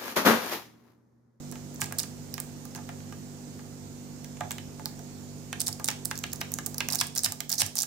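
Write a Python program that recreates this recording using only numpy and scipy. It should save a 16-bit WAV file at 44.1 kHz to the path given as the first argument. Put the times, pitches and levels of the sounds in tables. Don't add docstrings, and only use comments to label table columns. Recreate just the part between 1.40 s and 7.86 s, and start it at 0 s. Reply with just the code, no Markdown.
import sys
import numpy as np
from scipy import signal
from scipy.fft import rfft, irfft
from scipy.io import wavfile
from scipy.ndimage import uniform_filter1d

SR = 44100
rng = np.random.default_rng(int(sys.argv[2]) if len(sys.argv) > 2 else 0)


def digitize_waveform(pressure):
    field = np.atleast_2d(pressure).T
    bounded = np.clip(field, -1, 1)
    quanta = np.round(bounded * 32767).astype(np.int16)
    wavfile.write(sys.argv[1], SR, quanta)


def invert_db(level):
    return 10 ** (np.asarray(level, dtype=float) / 20)


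N = 284886

# (time [s], peak [dB], ringing centre [Hz], top band [dB])
FEELING = [(.1146, -31, 7500, 3), (.3452, -35, 7610, 21), (.36, -37, 6450, -10), (.4049, -28, 6870, 16),
           (.4125, -22, 7200, 1), (.4302, -37, 6450, -9), (.4356, -32, 7440, -5), (.4596, -33, 7010, -6),
           (.5245, -24, 8900, 5), (.585, -19, 7320, 6), (.5885, -20, 4970, -1), (.5942, -17, 4940, -6),
           (.6006, -20, 7380, 4), (.6323, -27, 6370, -13), (.9411, -21.5, 5060, 4),
           (1.0018, -19, 7960, 6.5), (1.2532, -36, 5850, 7), (1.3499, -31.5, 5600, 1),
           (1.3584, -34.5, 6050, -16), (1.3649, -37, 6370, -9), (2.972, -42, 6140, -14),
           (3.1163, -25, 8300, 2), (3.1183, -25, 8040, 0), (3.1253, -35, 6670, -4)]
# (time [s], peak [dB], ringing centre [Hz], top band [dB])
RAKING = [(4.1986, -27.5, 5210, -8), (4.2042, -14.5, 8830, -7), (4.216, -17.5, 6300, 0),
          (4.2377, -41, 6240, -1), (4.263, -32, 8610, 1), (4.2702, -17.5, 5560, -8), (4.274, -36, 5250, -1),
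          (4.276, -22, 5550, 6), (4.281, -17, 7500, -3), (4.328, -23.5, 5240, -1),
          (4.4447, -18.5, 7950, -1), (4.449, -26, 8830, -6), (4.4435, -19, 7950, -3),
          (4.4687, -35, 6460, -4), (4.4779, -25, 6550, 0), (4.48, -23, 7710, -2), (4.5125, -31, 6290, -4),
          (4.6508, -22, 7450, 9), (4.6552, -15, 8850, 4.5), (4.7073, -35, 5560, -9),
          (4.7555, -31, 5340, -2), (4.763, -37, 5080, -5), (4.777, -23.5, 6980, 1), (4.7895, -24, 6590, 5),
          (4.836, -31, 6330, -2), (4.8661, -37, 5340, -2.5), (4.9184, -38, 5210, -5),
          (4.9284, -37, 5380, -4), (4.9317, -20.5, 6850, 7), (4.934, -21, 6460, 10),
          (4.959, -33, 6680, -12), (5.0059, -39, 4480, -4), (5.01, -28, 5300, 0), (5.014, -26.5, 5470, 1),
          (5.119, -21, 6940, 8.5), (5.1395, -15, 6600, 2.5), (5.2513, -44, 6590, -3),
          (5.2624, -16.5, 7200, 5), (5.266, -21.5, 6600, 5), (5.275, -40, 7060, -3.5),
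          (5.2805, -48, 7450, -2), (5.3444, -26.5, 5900, 3.5), (5.382, -17, 5380, 4),
          (5.3986, -39, 4520, -2.5), (5.4184, -40, 6070, -6)]
# (time [s], peak [dB], ringing centre [Hz], top band [dB])
RATTLE = [(5.5052, -27, 4820, 1), (5.5125, -24, 6800, 2), (5.5242, -18, 6630, 6), (5.5318, -16, 5380, 1),
          (5.549, -17, 7280, 7), (5.556, -14, 7190, 2), (5.5709, -36, 5940, -1), (5.59, -19, 4970, -17),
          (5.6017, -22, 5250, -7), (5.6029, -19, 5400, -8), (5.6108, -14.5, 8800, -2),
          (5.6128, -14, 5000, -2), (5.635, -29, 4910, -1), (5.6413, -33, 6630, -3),
          (5.6696, -26.5, 8830, 2), (5.7522, -23.5, 9470, 3), (5.7607, -21, 6550, 2),
          (5.7658, -25, 7150, 0), (5.7825, -13.5, 5340, -4), (5.7918, -19, 6100, -6.5),
          (5.805, -33, 6680, -1), (5.835, -17, 8570, -2.5), (5.843, -24, 7000, -5), (5.8452, -17, 8160, -5),
          (5.8456, -15, 5300, -10), (5.8488, -20, 5170, -3), (5.8536, -20, 6290, 5),
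          (5.922, -18.5, 6300, 5)]
# (time [s], peak [dB], ringing centre [Hz], top band [dB])
FRENZY = [(6.0938, -22.5, 6800, 8), (6.0961, -19.5, 6420, 9), (6.102, -20, 6460, 0), (6.116, -22, 5210, 7),
          (6.1182, -17, 5430, 6), (6.1215, -22, 6460, 2), (6.1275, -14, 5440, -3), (6.1405, -23, 5430, 8),
          (6.145, -28, 7410, -3), (6.155, -26, 5810, -2), (6.181, -23, 5560, -11), (6.2052, -19, 8500, -4),
          (6.1896, -20, 5570, -7), (6.192, -21, 5510, 0), (6.195, -26, 5470, -7), (6.1971, -20, 5340, -12),
          (6.2, -16, 5810, -8), (6.2036, -17, 5300, -16), (6.2107, -22, 5300, -9), (6.2323, -27, 5600, -10),
          (6.2639, -21, 6440, 1), (6.355, -20, 9200, 4), (6.3597, -28, 6590, 0), (6.3644, -26, 6420, -5),
          (6.369, -30, 7060, 6), (6.368, -27, 5940, -3), (6.3707, -20.5, 5400, -4), (6.383, -17.5, 5300, 0),
          (6.3894, -14, 5600, -2), (6.395, -27, 7060, -3), (6.4041, -19, 5640, -1), (6.4105, -20, 5600, -4),
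          (6.4174, -30, 5470, -4), (6.4222, -26, 6500, 0), (6.432, -18.5, 6460, -3), (6.4445, -36, 5900, 0)]
# (time [s], knock peak [dB], centre [Hz], tick peak [dB])
BUMPS = [(0.124, -42, 1130, -35), (.1565, -42.5, 1060, -41), (0.3965, -43, 1230, -48),
         (0.418, -24, 1830, -24), (.4324, -54, 1470, -45), (0.443, -41, 1490, -26), (.5242, -33, 1500, -37),
         (0.941, -43.5, 2400, -43), (0.9805, -32.5, 1730, -32), (1.254, -47.5, 890, -35),
         (1.3605, -42, 950, -40), (1.3776, -45, 1240, -43), (1.4914, -36.5, 1170, -40),
         (1.725, -40.5, 1220, -43), (2.1932, -45.5, 1090, -46), (2.846, -44.5, 2620, -33.5),
         (3.0085, -33, 1200, -32), (3.109, -30, 2660, -32), (3.1834, -36, 2610, -36),
         (3.3966, -38.5, 900, -43.5), (3.4585, -38.5, 940, -42), (3.458, -45, 3600, -47),
         (3.5932, -47, 760, -38)]
# (time [s], knock peak [dB], centre [Hz], tick peak [dB])
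LANDINGS = [(4.1296, -26.5, 2150, -23), (4.2863, -37.5, 1050, -42), (4.3983, -35.5, 980, -34),
            (4.4866, -21.5, 2340, -19), (4.504, -47, 1760, -24), (4.514, -36, 1980, -29),
            (4.713, -25, 2120, -22.5), (4.8396, -25.5, 2100, -24.5), (5.0144, -26, 2200, -26.5),
            (5.188, -29.5, 1500, -23.5), (5.406, -22.5, 2470, -20), (5.4876, -31.5, 2200, -15.5),
            (5.549, -41, 1800, -32), (5.6132, -22.5, 2370, -19), (5.8609, -23.5, 2420, -22),
            (6.0056, -29.5, 3000, -18), (6.2072, -31, 2770, -27), (6.2193, -20, 3060, -23),
            (6.266, -47.5, 1910, -34)]
# (frequency [Hz], width [Hz], level [dB])
BODY = [(705, 65, 0), (845, 55, 0), (1205, 50, -4), (1635, 90, -3), (2120, 120, -4), (2590, 120, -5),
        (3110, 130, -3), (3780, 100, -10)]
# (frequency [Hz], left minus right [dB])
NEAR_BALANCE = [(60, -8), (180, 4), (550, -4.5), (1650, -2.5), (4970, -4), (15000, -13)]
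# (frequency [Hz], left minus right [dB])
AIR_BALANCE = [(60, -1), (120, -3.5), (150, -5), (240, -2.5), (480, -2.5), (950, -4), (1900, -1.5),
               (3800, -4.5), (6500, -10), (8500, -12), (15000, -5)]


def evened(x):
    return x / np.sqrt(np.mean(x ** 2) + 1e-20)


def read(points, hz):
    f, value = np.transpose(points)
    return np.interp(np.log(hz + 1), np.log(f + 1), value)


def sides(points, hz):
    return invert_db(np.outer([.5, -.5], read(points, hz)))


def humps(modes, hz, widen):
    power = sum(invert_db(2 * db) / (1 + (2 * (hz - f) / (widen * w)) ** 2) for f, w, db in modes)
    return np.sqrt(power)


def nearness(hz, centre_hz, spread):
    return np.exp(-.5 * (np.log(hz / centre_hz + 1e-9) / spread) ** 2)


def causal(gain):
    log_gain = np.log(np.maximum(gain, 1e-5))
    circle = np.concatenate([log_gain, log_gain[-2:0:-1]])
    return np.exp(np.conj(signal.hilbert(circle)))[:len(gain)]


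def blows(rows, colour, rise_s, decay_s, buzz, buzz_rise_s, buzz_s, same):
    size, lead = 2048, 128
    t = (np.arange(size) - lead) / SR
    hz = np.fft.rfftfreq(size, 1 / SR)
    ears = np.array([causal(gain) for gain in sides(NEAR_BALANCE, hz)])
    out = np.zeros((2, N + size))
    for s, db, *looks in rows:
        noise = rng.standard_normal((2, size))
        life = rng.uniform(.7, 1.4)
        noise[1] = same * noise[0] + np.sqrt(1 - same ** 2) * noise[1]
        snap = np.exp(np.where(t < 0, t / rise_s, -t / decay_s) / life)
        ragged = buzz * invert_db(-.36 * (db + 20))
        shape = snap + ragged * np.exp(np.where(t < 0, t / buzz_rise_s, -t / buzz_s) / life)
        sound = irfft(rfft(noise * shape) * causal(colour(hz, *looks)) * ears)
        peak = np.sqrt(uniform_filter1d((sound ** 2).mean(0), size=40).max())
        out[:, round(s * SR) - lead:][:, :size] += invert_db(db) * sound / peak
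    return out[:, :N]


def tick_colour(hz, centre_hz, top_db):
    # (frequency [Hz], width [Hz], level [dB])
    pin_modes = [(5470, 5600, 6), (6070, 75, -38), (7700, 6.3, -15), (7810, 43, -23), (9150, 1230, -31),
                 (10980, 240, -38), (14300, 150, 17), (14600, 170, -11)]
    near = nearness(hz, centre_hz, 0.15)
    top = 1 / (1 + (10500 / (hz + 1)) ** 12)
    pins = (0.41 + near) * humps(pin_modes, hz, 8.4) * (1 - top) + invert_db(top_db - 3.0) * top
    keyway = 0.06 + 1 / (1 + (3480 / (hz + 1)) ** 26)
    return pins * keyway


def all_ticks():
    # (time [s], peak [dB], ringing centre [Hz], top band [dB])
    further_ticks = [(5.5865, -25.5, 5300, -4), (5.6071, -28, 6500, -2), (6.182, -26, 5600, -1),
                     (6.1378, -25, 5600, -2), (6.38, -27, 6000, 0), (6.388, -18, 5900, 6),
                     (6.3935, -25, 5800, -3), (6.403, -20, 5700, 1), (4.77, -41, 5200, -5),
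                     (5.8575, -20, 6500, 6), (6.2155, -29, 7500, -4)]
    tick_lead_s, landing_hz, landing_top_db = 0.00069, 6050, -1
    landed = [(s - tick_lead_s, db, landing_hz, landing_top_db) for s, _, _, db in BUMPS + LANDINGS]
    return FEELING + RAKING + RATTLE + FRENZY + further_ticks + landed


def pin_ticks():
    # (time [s], peak [dB], ringing centre [Hz], top band [dB])
    snaps = [(3.4576, -17, 4650, -2), (5.5026, -20.5, 5100, -5), (5.7772, -16, 7000, 2),
             (6.1843, -17.5, 5600, -8), (6.2187, -13, 5200, -2), (6.4208, -14, 7400, 5),
             (.5877, -15, 8300, -1), (.4168, -15, 7400, 2), (3.1085, -24, 6600, 4),
             (4.487, -14.5, 6400, -2), (4.4582, -23, 9000, -1)]
    ticks = blows(all_ticks(), tick_colour, rise_s=.00018, decay_s=.00022,
                  buzz=.42, buzz_rise_s=.0005, buzz_s=.0024, same=.3)
    ticks += blows(snaps, tick_colour, rise_s=.00004, decay_s=.00007,
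                   buzz=.13, buzz_rise_s=.0003, buzz_s=.002, same=.5)
    return ticks


def knock_colour(hz, centre_hz):
    near = nearness(hz, centre_hz, .65)
    modes = 1 + .3 * humps(BODY[4:], hz, 2.5)
    vise = .7 * (1500 / centre_hz) ** 1.65 * humps(BODY[:4], hz, 1.0)
    low_cut = 1 + (330 / (hz + 1)) ** 4
    dull = (1 + (hz / 4600) ** 6) * np.sqrt(1 + (hz / (2.6 * centre_hz)) ** 4)
    return ((0.5 + near) * modes + vise) / low_cut / dull


def all_knocks():
    # (time [s], knock peak [dB], centre [Hz])
    nudges = [(.6365, -40.5, 1680), (.592, -44, 1500), (.604, -43, 1400), (5.555, -44, 1200),
              (5.778, -49, 1200), (6.12, -45, 1300), (.51, -41.5, 1000), (1.3508, -43.5, 1500),
              (1.388, -42.5, 850), (1.605, -49, 2200), (1.4935, -48, 850), (2.97, -49, 1700),
              (3.12, -51, 3000), (3.0101, -27, 840), (4.4888, -29, 1400), (3.0355, -42.5, 900),
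              (5.27, -43, 900), (5.345, -47, 900), (5.5135, -40, 900), (5.539, -37.5, 900),
              (5.639, -40, 1900), (5.764, -40.5, 1110), (5.9015, -49, 900), (5.92, -43.5, 900),
              (6.1055, -48, 900), (6.134, -40.5, 1100), (6.234, -46, 1300), (6.252, -49, 1900),
              (6.3775, -50, 900), (6.4375, -40, 1800)]
    shake_from_db, shake_db, shake_hz, shake_spread = -21.2, -47, 1310, .25
    single = FEELING + RAKING + RATTLE + FRENZY
    luck = rng.uniform(-1, 1, len(single))
    shakes = [(row[0], shake_db, shake_hz * (1 + shake_spread * u))
              for row, u in zip(single, luck) if row[1] > shake_from_db]
    return [row[:3] for row in BUMPS + LANDINGS] + nudges + shakes


def ring_colour(hz, centre_hz):
    near = nearness(hz, centre_hz, 0.35)
    return (0.1 + near) * humps(BODY[:4], hz, 1.1) ** 2


def vise_rings(struck):
    lag_s, ring_db, fall_db_per_octave = 0.0018, -4.5, 8
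    return [(s + lag_s, db + ring_db - fall_db_per_octave * np.log2(hz / 800), hz)
            for s, db, hz in struck]


def body_knocks():
    struck = all_knocks()
    knocks = blows(struck, knock_colour, rise_s=.00004, decay_s=.00006,
                   buzz=.17, buzz_rise_s=.001, buzz_s=.004, same=.55)
    knocks += blows(vise_rings(struck), ring_colour, rise_s=.0007, decay_s=.002,
                    buzz=.2, buzz_rise_s=.0014, buzz_s=.006, same=.7)
    return knocks


def scrape():
    # (start [s], end [s], level [dB])
    strokes = [(0.407, 0.443, -44), (0.584, 0.607, -41), (0.598, 0.641, -49.5), (4.2, 4.224, -38),
               (4.262, 4.295, -39), (4.447, 4.457, -62), (4.476, 4.495, -39), (5.506, 5.513, -39),
               (5.52, 5.542, -38), (5.542, 5.566, -41), (5.582, 5.594, -45), (5.595, 5.61, -43),
               (5.607, 5.621, -37), (5.756, 5.773, -40), (5.773, 5.798, -45), (5.83, 5.845, -44),
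               (5.842, 5.866, -32.5), (6.098, 6.11, -41), (6.112, 6.149, -39.5), (6.193, 6.203, -39),
               (6.202, 6.223, -29.5), (6.366, 6.4, -42), (6.397, 6.441, -43.5), (5.643, 5.687, -51),
               (6.243, 6.279, -49)]
    # (frequency [Hz], density [dB per Hz])
    spectrum = [(300, -44), (750, -5), (1300, -28.5), (3200, -9), (3600, -5), (4700, -2.5), (6000, -6),
                (8500, -1.5), (14500, -12.5), (16500, -20)]
    ramp_s, slips_per_s = 0.0029, 4200
    t = np.arange(N) / SR
    level = sum(invert_db(db) * np.clip(np.minimum(t - start, end - t) / ramp_s, 0, 1)
                for start, end, db in strokes)
    sizes = invert_db(2.8 * np.minimum(rng.exponential(1, N), 3))
    slips = sizes * (rng.random(N) < slips_per_s / SR)
    lumps = signal.lfilter([1], [1, -.94], slips)
    noise = rng.standard_normal((2, N))
    noise[1] += 0.16 * noise[0]
    hz = np.fft.rfftfreq(1024, 1 / SR)
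    keyway = 1.6 / (1 + ((hz - 5440) / 350) ** 2)
    taps = irfft(causal(invert_db(read(spectrum, hz)) * (1 + keyway)) * sides(NEAR_BALANCE, hz))
    taps = np.roll(taps, 16, axis=1)
    return level * evened(signal.oaconvolve(noise * lumps, taps, axes=1)[:, :N])


def thuds(start_hz=260, end_hz=98, glide_s=0.0087, decay_s=0.017):
    # (time [s], peak [dB])
    bench_hits = [
        (0.416, -33.5),
        (.5, -39),
        (3.008, -42),
        (4.275, -41),
        (4.486, -39),
        (5.613, -40),
        (5.861, -39),
        (6.219, -36),
    ]
    t = np.arange(5000) / SR
    out = np.zeros(N + 5000)
    turns = np.cumsum(end_hz + (start_hz - end_hz) * np.exp(-t / glide_s)) / SR
    thud = np.e * t / decay_s * np.exp(-t / decay_s) * np.sin(2 * np.pi * turns)
    for s, db in bench_hits:
        out[round(s * SR):][:len(t)] += invert_db(db) * thud
    return out[:N] * invert_db([[-4.5], [-1.5]])


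def room(x):
    # (frequency [Hz], t60 [s])
    decay_times = [(500, 0.59), (1300, 0.24), (3500, 0.35), (7000, 0.36), (14000, 0.26)]
    taps = np.zeros((2, 16000))
    at = np.arange(200, 15900, 20) + rng.integers(0, 20, (2, 785))
    np.put_along_axis(taps, at, rng.choice([-1., 1.], at.shape), 1)
    hz, t, z = signal.stft(taps, SR, nperseg=256)
    fade = invert_db(-60 * t / read(decay_times, hz)[:, None])
    tail = signal.istft(z * fade, SR, nperseg=256)[1]
    return signal.fftconvolve(x, tail / np.linalg.norm(tail[0]), axes=1)[:, :N]


def motor():
    # (multiple, level [dB])
    lines = [(1, -23), (2, -5), (3, -2), (4, -10.5), (5, -2), (6, -20.5), (7, -17.5), (8, -15), (9, -18.5),
             (10, -18), (11, -19), (12, -60), (13, -84), (14, -21.5)]
    # (time [s], level [dB])
    hum_swell = [(0.0, -66), (0.03, -58), (0.97, -54.5), (1.01, -59), (1.76, -50), (1.94, -61), (2.48, -52),
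                 (2.86, -61), (3.04, -50.5), (3.56, -59), (3.83, -53), (5.92, -54.5), (6.04, -64),
                 (6.26, -46), (6.32, -63), (6.46, -59)]
    shaft_hz, motor_db, swell_trim_db = 48.87, -57, 52.5
    low_lag_rad, high_lag_rad = .3, 0.82
    t = np.arange(N) / SR
    out = np.zeros((2, N))
    swell_db = np.interp(t, *np.transpose(hum_swell)) + swell_trim_db
    for k, db in lines:
        waver = evened(sum(np.sin(2 * np.pi * (f * t + rng.random())) for f in (.7, 1.6, 2.9, 5.3)))
        level_db = db + .7 * waver + (swell_db if k == 2 else 0)
        lag = np.array([[low_lag_rad if k < 3 else high_lag_rad], [0]])
        line = invert_db(level_db) * np.sin(2 * np.pi * (k * shaft_hz * t + rng.random()) - lag)
        out += np.sqrt(2) * line * sides(AIR_BALANCE, np.array([k * shaft_hz]))
    return invert_db(motor_db) * out


def air(air_db=-58, patchy_db=1.0):
    # (frequency [Hz], density [dB per Hz])
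    spectrum = [(20, -18), (70, -9.5), (130, -6), (280, -3), (480, -15.5), (820, -16), (1100, -22),
                (3230, -27.5), (7110, -21), (10100, -34), (15200, -30), (16000, -52)]
    # (frequency [Hz], left-right correlation [-1..1])
    likeness = [(25, .82), (60, 0.95), (150, 0.8), (380, 0.55), (950, 0.0), (2380, -0.06), (5980, 0.01),
                (15000, -0.01)]
    frames = N // 512 + 5
    hz = np.fft.rfftfreq(2048, 1 / SR)
    a, b, c, d, patches = rng.standard_normal((frames, 1025, 5)).T
    patches = uniform_filter1d(patches, size=6, axis=1)
    patches = evened(uniform_filter1d(patches, size=20, axis=0))
    same = np.clip(read(likeness, hz), -1, 1)[:, None]
    left = a + 1j * b
    right = same * left + np.sqrt(1 - same ** 2) * (c + 1j * d)
    z = np.array([left, right])
    z *= sides(AIR_BALANCE, hz)[:, :, None] * invert_db(read(spectrum, hz)[:, None] + patchy_db * patches)
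    return invert_db(air_db) * evened(signal.istft(z, nperseg=2048, noverlap=1536)[1][:, :N])


def scene():
    # (time [s], gain [dB])
    gain_steps = [(0, 11.5), (1.2, 11.5), (2.3, 10.5), (3.9, 11), (4.4, 10.5), (5.53, 12), (5.58, 9),
                  (6.05, 6), (6.12, 6), (6.3, 7), (6.46, 2.5)]
    bright = invert_db(-2.0) * pin_ticks() + invert_db(5.5) * scrape()
    body = invert_db(1.0) * body_knocks()
    echoes = room(invert_db(-11.5) * bright + invert_db(-6.0) * body)
    gain_db = np.interp(np.arange(N) / SR, *np.transpose(gain_steps))
    background = (motor() + air()) * invert_db(gain_db)
    return bright + body + thuds() + echoes + background


def roll_off(x):
    return signal.sosfilt(signal.butter(12, 16790, fs=SR, output="sos"), x)


def record(dry):
    edge_hz = 16000
    taps = signal.firwin(255, edge_hz, window=("kaiser", 9), fs=SR)
    limited = signal.oaconvolve(dry, taps[None], "same")
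    return roll_off(limited)


dry = scene()
out = record(dry)
digitize_waveform(out)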